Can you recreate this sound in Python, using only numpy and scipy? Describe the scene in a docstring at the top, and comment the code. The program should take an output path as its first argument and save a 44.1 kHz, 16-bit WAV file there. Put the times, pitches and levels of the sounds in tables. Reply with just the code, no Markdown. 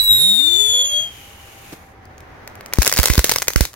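"""On a paved road with bushes behind it, a small fountain firework burns a few metres away.
Its tube whistles, sinking in pitch as the fuel burns down, then only hisses and goes out with a puff.
After a low smoulder it throws out crackling stars (burning pellets): sharp cracks that overload
the microphone, and a few thumps of air. The road and the bushes echo over a low outdoor rumble."""
import sys
import numpy as np
from scipy import signal
from scipy.fft import rfft, irfft
from scipy.io import wavfile
from scipy.ndimage import uniform_filter1d

SR = 44100
rng = np.random.default_rng(int(sys.argv[2]) if len(sys.argv) > 2 else 0)


def wav_record(signal):
    """Record a signal, one row per channel, as 16-bit PCM in the file named by sys.argv[1]."""
    frames = np.transpose(np.atleast_2d(signal))
    bounded = np.clip(frames, -1, 1)
    # unit amplitude maps onto the largest positive 16-bit level
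    quanta = np.round(bounded * 32767).astype(np.int16)
    wavfile.write(sys.argv[1], SR, quanta)


N = 165375  # 3.75 seconds
TIME_S = np.arange(N) / SR


# The sinking note of the tube: time_s, pitch_hz
TUBE_PITCH = [(0, 3935), (.08, 3907), (.12, 3818), (.2, 3783), (.25, 3733), (.3, 3718), (.36, 3688),
              (.4, 3633), (.5, 3556), (.69, 3461), (.74, 3406), (.83, 3384), (.94, 3290), (1.0, 3287),
              (1.13, 3130), (1.35, 2954), (1.72, 2850)]
# How loud that note is on each side: time_s, left_db, right_db
NOTE_LEVELS = [(0, -14, -7.5), (.04, -22, -16), (.11, -6.5, -11), (.18, -16.5, -11), (.23, -20.5, -10),
               (.29, -12, -12.5), (.34, -11.5, -17.5), (.39, -9, -31), (.47, -11.5, -28), (.55, -9.5, -27),
               (.63, -10, -31), (.69, -14.5, -21.5), (.74, -14.5, -17), (.83, -16, -13.5),
               (.885, -32, -24.5), (.95, -13.5, -20), (1.0, -16.5, -23.5), (1.06, -24.5, -29),
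               (1.15, -54, -50)]
# Overtones at 2, 3 and 4 times its pitch: time_s, second_db, third_db, fourth_db
OVERTONE_LEVELS = [(0, -28, -29.5, -43), (0.05, -37, -25, -34), (0.13, -30, -19, -45),
                   (0.3, -27.5, -23.5, -36), (0.38, -33.5, -30.5, -38), (0.5, -24.5, -37.5, -43),
                   (0.68, -24, -31, -49), (0.77, -21, -32, -55), (0.88, -23, -36.5, -46),
                   (0.94, -31, -37, -52), (1.01, -32.5, -47, -60), (1.09, -56, -77, -72)]

def whistle(wander_hz=8.95, jitter_hz=12, right_lag_ms=0.07, rough_db=-30.5):
    """Pulsing flame sounds the tube: a fluttering, slightly rough note with three overtones."""
    pitch_hz = curve(TUBE_PITCH) + wander_hz * wander(44.52) + jitter_hz * wander(500)
    lag_s = np.array([[0], [right_lag_ms / 1000]])
    phase = 2 * np.pi * (np.cumsum(pitch_hz) / SR - pitch_hz * lag_s)
    flutter_db = 0.66 * wander(119.6)
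    note_db = np.array([curve(NOTE_LEVELS, 1), curve(NOTE_LEVELS, 2)]) + flutter_db
    tone = gain(note_db) * (np.sin(phase) + gain(rough_db) * noise_around(phase, 700))
    lean_left_db = np.array([[3], [-3]])
    for multiple in (2, 3, 4):
        level_db = curve(OVERTONE_LEVELS, multiple - 1) + flutter_db + 2 * wander(35) + lean_left_db
        wobble = 0.26 * np.array([wander(160), wander(160)])
        tone += gain(level_db) * np.sin(multiple * phase + wobble)
    fade = np.exp(-np.maximum(TIME_S - 1.13, 0) / 0.045)  # dies quickly after 1.13 s
    return np.sqrt(2) * tone * fade


# The breathy sound left as the whistle dies: time_s, level_db
RING_LEVEL = [(.95, -70), (1.1, -45), (1.3, -48.5), (1.7, -56), (1.85, -100)]

def tube_ring(width_hz=480):
    """The gas jet still rings the tube, as a narrow band of noise that goes on sinking."""
    phase = 2 * np.pi * np.cumsum(curve(TUBE_PITCH)) / SR
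    breath = np.array([noise_around(phase, width_hz) for _ in range(2)])
    return breath * gain(curve(RING_LEVEL))


# Sharp cracks of sparks and stars, and a few of their near echoes.
# Levels are before each part's boost or cut: start_s, snap_db, body_db
SHARP_CRACKS = [(2.0543, -45, -53.5), (2.1807, -40.5, -49), (2.2053, -40.5, -49), (2.476, -29, -29.5),
                (2.5544, -38.5, -40.0), (2.609, -35, -30.5), (2.6607, -28.5, -33.5), (2.7267, -37, -28.5),
                (2.7358, -10.5, -17.5), (2.772, -29.5, -30), (2.7858, -14.5, -18), (2.8195, -7, -12.5),
                (2.8225, -9.5, -19), (2.83, -12.5, -24), (2.8478, -13, -24), (2.858, -15, -22),
                (2.862, -10, -21), (2.8675, -8, -10.5), (2.8765, 0.5, -13), (2.8958, -14.5, -21),
                (2.916, -17.5, -20), (2.9254, -7, -10), (2.938, -11.5, -29), (2.963, -14.5, -22),
                (2.9714, -10.5, -19.5), (2.9782, -8.5, -20), (2.9872, -6.5, -17), (2.9905, -11, -17),
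                (2.9988, -7, -14.5), (3.0314, -4.5, -14), (3.0391, -9.5, -13.5), (3.0568, 1, -6.5),
                (3.0732, -12, -19.5), (3.0835, -11.0, -18), (3.1, -11, -13), (3.103, -16, -15.0),
                (3.1358, -14.5, -26), (3.1545, -15, -20), (3.179, -6, -9.5), (3.1925, -6, -12),
                (3.2428, 2.5, -5.5), (3.2943, -0.5, -10), (3.3015, -17.5, -28), (3.315, -7.5, -15),
                (3.3195, -7.5, -11.5), (3.338, -16, -33), (3.3602, -6, -10), (3.3845, -11, -26),
                (3.4203, -12.5, -15.5), (3.4252, -14, -20), (3.4722, -28, -30.5), (3.482, -2.5, -8.5),
                (3.5039, -23.5, -25), (3.5345, -20.5, -34), (3.5604, -10.5, -11.5), (3.6083, -5.5, -12),
                (3.6525, -16, -23.5), (3.7325, -36, -44), (3.74, -33, -36.0)]
# The mix of low and high in cracks, crackle and gas spurts: pitch_hz, relative_db
CRACK_COLOUR = [(100, 3.5), (480, 2), (750, -3.5), (1250, -2), (1800, 0.5), (2400, 2.5), (3000, -1),
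                (4100, 1), (5000, 2.5), (6400, 3), (8000, -2.5), (12000, -1.5), (16000, -2.5)]
BOUNCE_MS, BOUNCE_DB = 1.9, -8  # the echo off the road

def cracks(noise_decay_ms=0.65, grit_decay_ms=2.4):
    """Each crack is a bright snap over a duller push of gas, with a bounce off the road and grit."""
    out, size = np.zeros((2, N)), 512
    ms = np.arange(size) / SR * 1000
    noise_fade = gain(-2.5) * np.exp(-(ms / noise_decay_ms) ** 2 / 2)
    bright = signal.butter(2, 3040, "high", fs=SR, output="sos")
    dull = signal.butter(2, [547, 2380], "band", fs=SR, output="sos")

    def at_level(x, db):
        """Set the level as if all the energy fell within 1.5 ms."""
        return gain(db) * x / np.sqrt(np.sum(x ** 2) / (2 * np.sum(ms < 1.5)))

    for start_s, snap_db, body_db in SHARP_CRACKS:
        noise = rng.standard_normal((4, size))
        shared_noise, side_noise = noise[0], noise[1:3]
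        bounce_luck, length_luck, side_luck = noise[3, :3]
        shock_ms = 0.22 * np.exp(0.33 * length_luck)
        lag_ms = 0.06 + 0.023 * side_luck  # the stars scatter sideways
        shock = (1 - 2 * ms / shock_ms) * (ms < shock_ms)  # air pressure traces the letter N
        snap = stereo(shock + shared_noise * noise_fade, lag_ms) + 0.58 * side_noise * noise_fade
        snap = at_level(signal.sosfilt(bright, snap), snap_db + 1)
        push = stereo(signal.unit_impulse(size), lag_ms) + 0.083 * side_noise * noise_fade
        body = at_level(signal.sosfilt(dull, push), body_db + 1.5)
        bounce = gain(BOUNCE_DB) * delay(snap + body, abs(BOUNCE_MS + 0.336 * bounce_luck))
        grit = gain(snap_db - 5) * np.roll(side_noise, size // 2, axis=1) * np.exp(-ms / grit_decay_ms)
        add(out, start_s, snap + body + bounce + grit)
    return colour(out, CRACK_COLOUR)


# The fine crackle: time_s, level_db
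CRACKLE_LEVEL = [(2.7, -71), (2.75, -43), (2.83, -35.5), (2.92, -36.5), (3.0, -27), (3.08, -19),
                 (3.17, -26.5), (3.22, -40.5), (3.32, -23), (3.4, -38), (3.46, -56.5), (3.55, -64),
                 (3.64, -36), (3.7, -62)]

def crackle(grains_per_s=230, spread_db=5):
    """Many tiny grains of every size burst between the loud cracks and echo off the road."""
    pops = rng.random(N) < grains_per_s / SR
    sizes = gain(spread_db * np.minimum(rng.exponential(size=N), 4))
    signs = rng.choice([-1, 1], N)
    started = TIME_S > CRACKLE_LEVEL[0][0]
    grains = normalise(pops * sizes * signs) * gain(curve(CRACKLE_LEVEL)) * started
    direct = stereo(grains, lag_ms=0.06)
    return colour(direct + gain(BOUNCE_DB) * delay(direct, BOUNCE_MS), CRACK_COLOUR)


# Pushes of air as stars are thrown out (minus flips the swing): start_s, left_gain, right_gain
AIR_PUSHES = [(2.7855, 1.24, 0.3), (2.9901, 0.052, 0.89), (3.1, 0.0028, 0.84), (3.179, 0.74, 1),
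              (3.5592, -0.27, 0.85), (3.6076, 0.18, 0.84)]

def thumps(pitch_hz=55.2, ring_s=0.0213, spurt_db=-28, spurt_peak_s=0.018):
    """A push of air makes the microphone swing at a low pitch; a spurt of gas follows."""
    swings, gas_level = np.zeros((2, N)), np.zeros((2, N))
    t = np.arange(SR // 5) / SR
    cycles = pitch_hz * t + 0.62 * (1 - np.exp(-t / 0.00128))  # the first swing is faster
    swing = np.sin(2 * np.pi * cycles) * np.exp(-(t / ring_s) ** 2)
    spurt = gain(spurt_db) * t / spurt_peak_s * np.exp(1 - t / spurt_peak_s)
    for start_s, left, right in AIR_PUSHES:
        add(swings, start_s, np.outer([left, right], swing))
        add(gas_level, start_s, np.outer([1, 1], spurt))
    return swings + gas_level * stereo_noise(CRACK_COLOUR, split_hz=540)


# How loud the hiss and the smoulder are: time_s, level_db
HISS_LEVEL = [(0, -36), (.08, -40), (.13, -37), (.55, -40), (1.0, -40.5), (1.11, -45.5), (1.55, -44.5),
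              (1.74, -43.5), (1.79, -52), (1.92, -56.5), (2.0, -97.5)]
SMOULDER_LEVEL = [(1.1, -48), (1.7, -45), (1.9, -47.5), (2.1, -45), (2.35, -42), (2.72, -40), (2.85, -48),
                  (3.75, -52)]
# The bright hiss, dull puff and low smoulder: pitch_hz, relative_db
HISS_COLOUR = [(200, -17), (700, -12), (1500, -5), (2400, 5), (2950, -3.5), (3500, -1.5), (4300, -6),
               (5500, -7), (6700, -1.5), (7900, -11), (10000, -5.5), (11800, -6.5), (13500, -3),
               (16000, -15)]
PUFF_COLOUR = [(40, -26), (190, -0.5), (450, -5.5), (800, -13), (2500, -24), (16000, -30.5)]
SMOULDER_COLOUR = [(150, 7.5), (450, 5), (800, 4.5), (1400, 1), (2000, 0), (2800, -11.5), (5000, -20),
                   (6400, -21), (8000, -35), (10000, -30.5), (16000, -28.5)]

def gas_jet(puff_start_s=1.72, puff_rise_s=0.0105, puff_db=-31):
    """Gas hisses out of the tube, ends in a puff and leaves the fuel smouldering."""
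    hiss = stereo_noise(HISS_COLOUR, split_hz=400)
    hiss *= gain(curve(HISS_LEVEL) + 0.74 * wander(150) + 0.95 * wander(13.55))
    puff_age = np.maximum(TIME_S - puff_start_s, 0) / puff_rise_s
    puff = stereo_noise(PUFF_COLOUR, split_hz=1600)
    puff *= gain(puff_db) * puff_age * np.exp((1 - puff_age ** 2) / 2)
    smoulder = stereo_noise(SMOULDER_COLOUR, split_hz=520)
    smoulder *= gain(curve(SMOULDER_LEVEL) + 0.59 * wander(40))
    return hiss + puff + smoulder


# Two near echoes: delay_ms, level_db
NEAR_ECHOES = [(7.8, -21), (22, -22.5)]
# The sound the leaves send back: pitch_hz, relative_db
LEAF_COLOUR = [(100, 6.5), (600, -10.5), (2000, 3.5), (6000, 2.5), (9000, 4.5), (16000, 2.5)]

def bushes(sound, tail_db=-16, rise_s=0.012, low_fade_s=0.22, high_fade_s=0.23):
    """Two near echoes, and a short blurred tail of sound scattered by the leaves."""
    noise = stereo_noise(LEAF_COLOUR, split_hz=600) * (1 - np.exp(-TIME_S / rise_s))
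    low = signal.sosfiltfilt(signal.butter(2, 5900, fs=SR, output="sos"), noise)
    high = noise - low
    tail = low * gain(-60 * TIME_S / low_fade_s) + high * gain(-60 * TIME_S / high_fade_s)
    tail /= np.sqrt(np.sum(tail ** 2) / 2)
    scattered = gain(tail_db) * signal.fftconvolve(sound, tail, axes=1)[:, :N]
    return scattered + sum(gain(db) * delay(sound, ms) for ms, db in NEAR_ECHOES)


# The outdoor rumble: pitch_hz, relative_db
RUMBLE_COLOUR = [(20, -31), (45, -10), (75, 0.5), (110, -1), (170, -17.5), (300, -17), (600, -21),
                 (2000, -35.5), (16000, -72)]

def outdoors(rumble_db=-47.5, drone_db=-52, drone_peak_s=1.75, swell_s=1.0, sink_hz_per_s=48):
    """A low uneven rumble, and a faint far drone that swells and fades as its pitch sinks."""
    rumble = stereo_noise(RUMBLE_COLOUR, split_hz=1300) * gain(rumble_db + 0.78 * wander(4.2))
    from_peak_s = TIME_S - drone_peak_s
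    drone_hz = 780 - sink_hz_per_s * from_peak_s + 7 * wander(40)
    drone = np.sin(2 * np.pi * np.cumsum(drone_hz) / SR)
    swell = np.exp(-(from_peak_s / swell_s) ** 2)
    return rumble + drone * swell * gain(drone_db + 1.1 * wander(12))


def gain(db):
    """Turn decibels into a number to multiply by."""
    return 10 ** (np.asarray(db) / 20)


def curve(table, column=1):
    """One column of a table, joined by straight lines in time."""
    rows = np.array(table, float)
    return np.interp(TIME_S, rows[:, 0], rows[:, column])


def normalise(x):
    """Scale to an average power of 1."""
    return x / np.sqrt(np.mean(x ** 2))


def wander(changes_per_s):
    """A smooth random wiggle, typically of size 1."""
    hold = max(int(SR / changes_per_s), 2)
    steps = np.repeat(rng.standard_normal(N // hold + 1), hold)
    return normalise(uniform_filter1d(steps, hold)[:N])


def noise_around(phase, width_hz):
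    """A narrow band of noise that follows a note."""
    return wander(width_hz) * np.sin(phase) + wander(width_hz) * np.cos(phase)


def colour(x, points):
    """Change the mix of low and high pitches; white noise keeps its power."""
    size = 8192
    hz, db = np.array(points, float).T
    log_hz = np.log(np.fft.rfftfreq(size, 1 / SR) + 1)
    gains = normalise(gain(np.interp(log_hz, np.log(hz), db)))
    # Make the filter ring only after a click, never before it.
    cepstrum = irfft(np.log(gains))
    cepstrum[1:size // 2] *= 2
    cepstrum[size // 2 + 1:] = 0
    click_response = irfft(np.exp(rfft(cepstrum)))
    return signal.fftconvolve(x, click_response[None], axes=1)[:, :N]


def stereo_noise(points, split_hz):
    """Coloured noise, alike on both sides below split_hz and unrelated above."""
    mid, side = rng.standard_normal((2, N))
    side = signal.sosfilt(signal.butter(1, split_hz, "high", fs=SR, output="sos"), side)
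    return normalise(colour(np.array([mid + side, mid - side]), points))


def delay(x, ms):
    """Make a sound later, even by part of a sample; its end wraps round to the start."""
    size = x.shape[-1]
    hz = np.fft.rfftfreq(size, 1 / SR)
    return irfft(rfft(x) * np.exp(-2j * np.pi * hz * ms / 1000), size)


def stereo(x, lag_ms):
    """A sound that reaches the right side lag_ms after the left."""
    return np.array([x, delay(x, lag_ms)])


def add(out, start_s, x):
    """Mix in a short stereo sound at start_s."""
    i = int(np.clip(start_s * SR, 0, N - 1))
    out[:, i:i + x.shape[1]] += x[:, :N - i]


def scene():
    """The firework and its echoes over the outdoor background."""
    tone = whistle()
    crackling = cracks() + crackle()
    echoes = bushes(crackling + gain(-0.5) * tone)
    return tone + crackling + echoes + tube_ring() + gas_jet() + thumps() + outdoors()


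def record(dry, fast_rate_hz=48000, hardness=3.9, top_hz=15900):
    """Loud peaks overload the microphone; dropping samples adds faint gliding tones to the whistle."""
    fast = signal.resample(dry, N * fast_rate_hz // SR, axis=1)
    squashed = fast / (1 + abs(fast) ** hardness) ** (1 / hardness)
    kept = squashed[:, np.arange(N) * fast_rate_hz // SR]
    return signal.sosfilt(signal.ellip(8, .2, 70, top_hz, fs=SR, output="sos"), kept)


dry = scene()
out = record(dry)
wav_record(out)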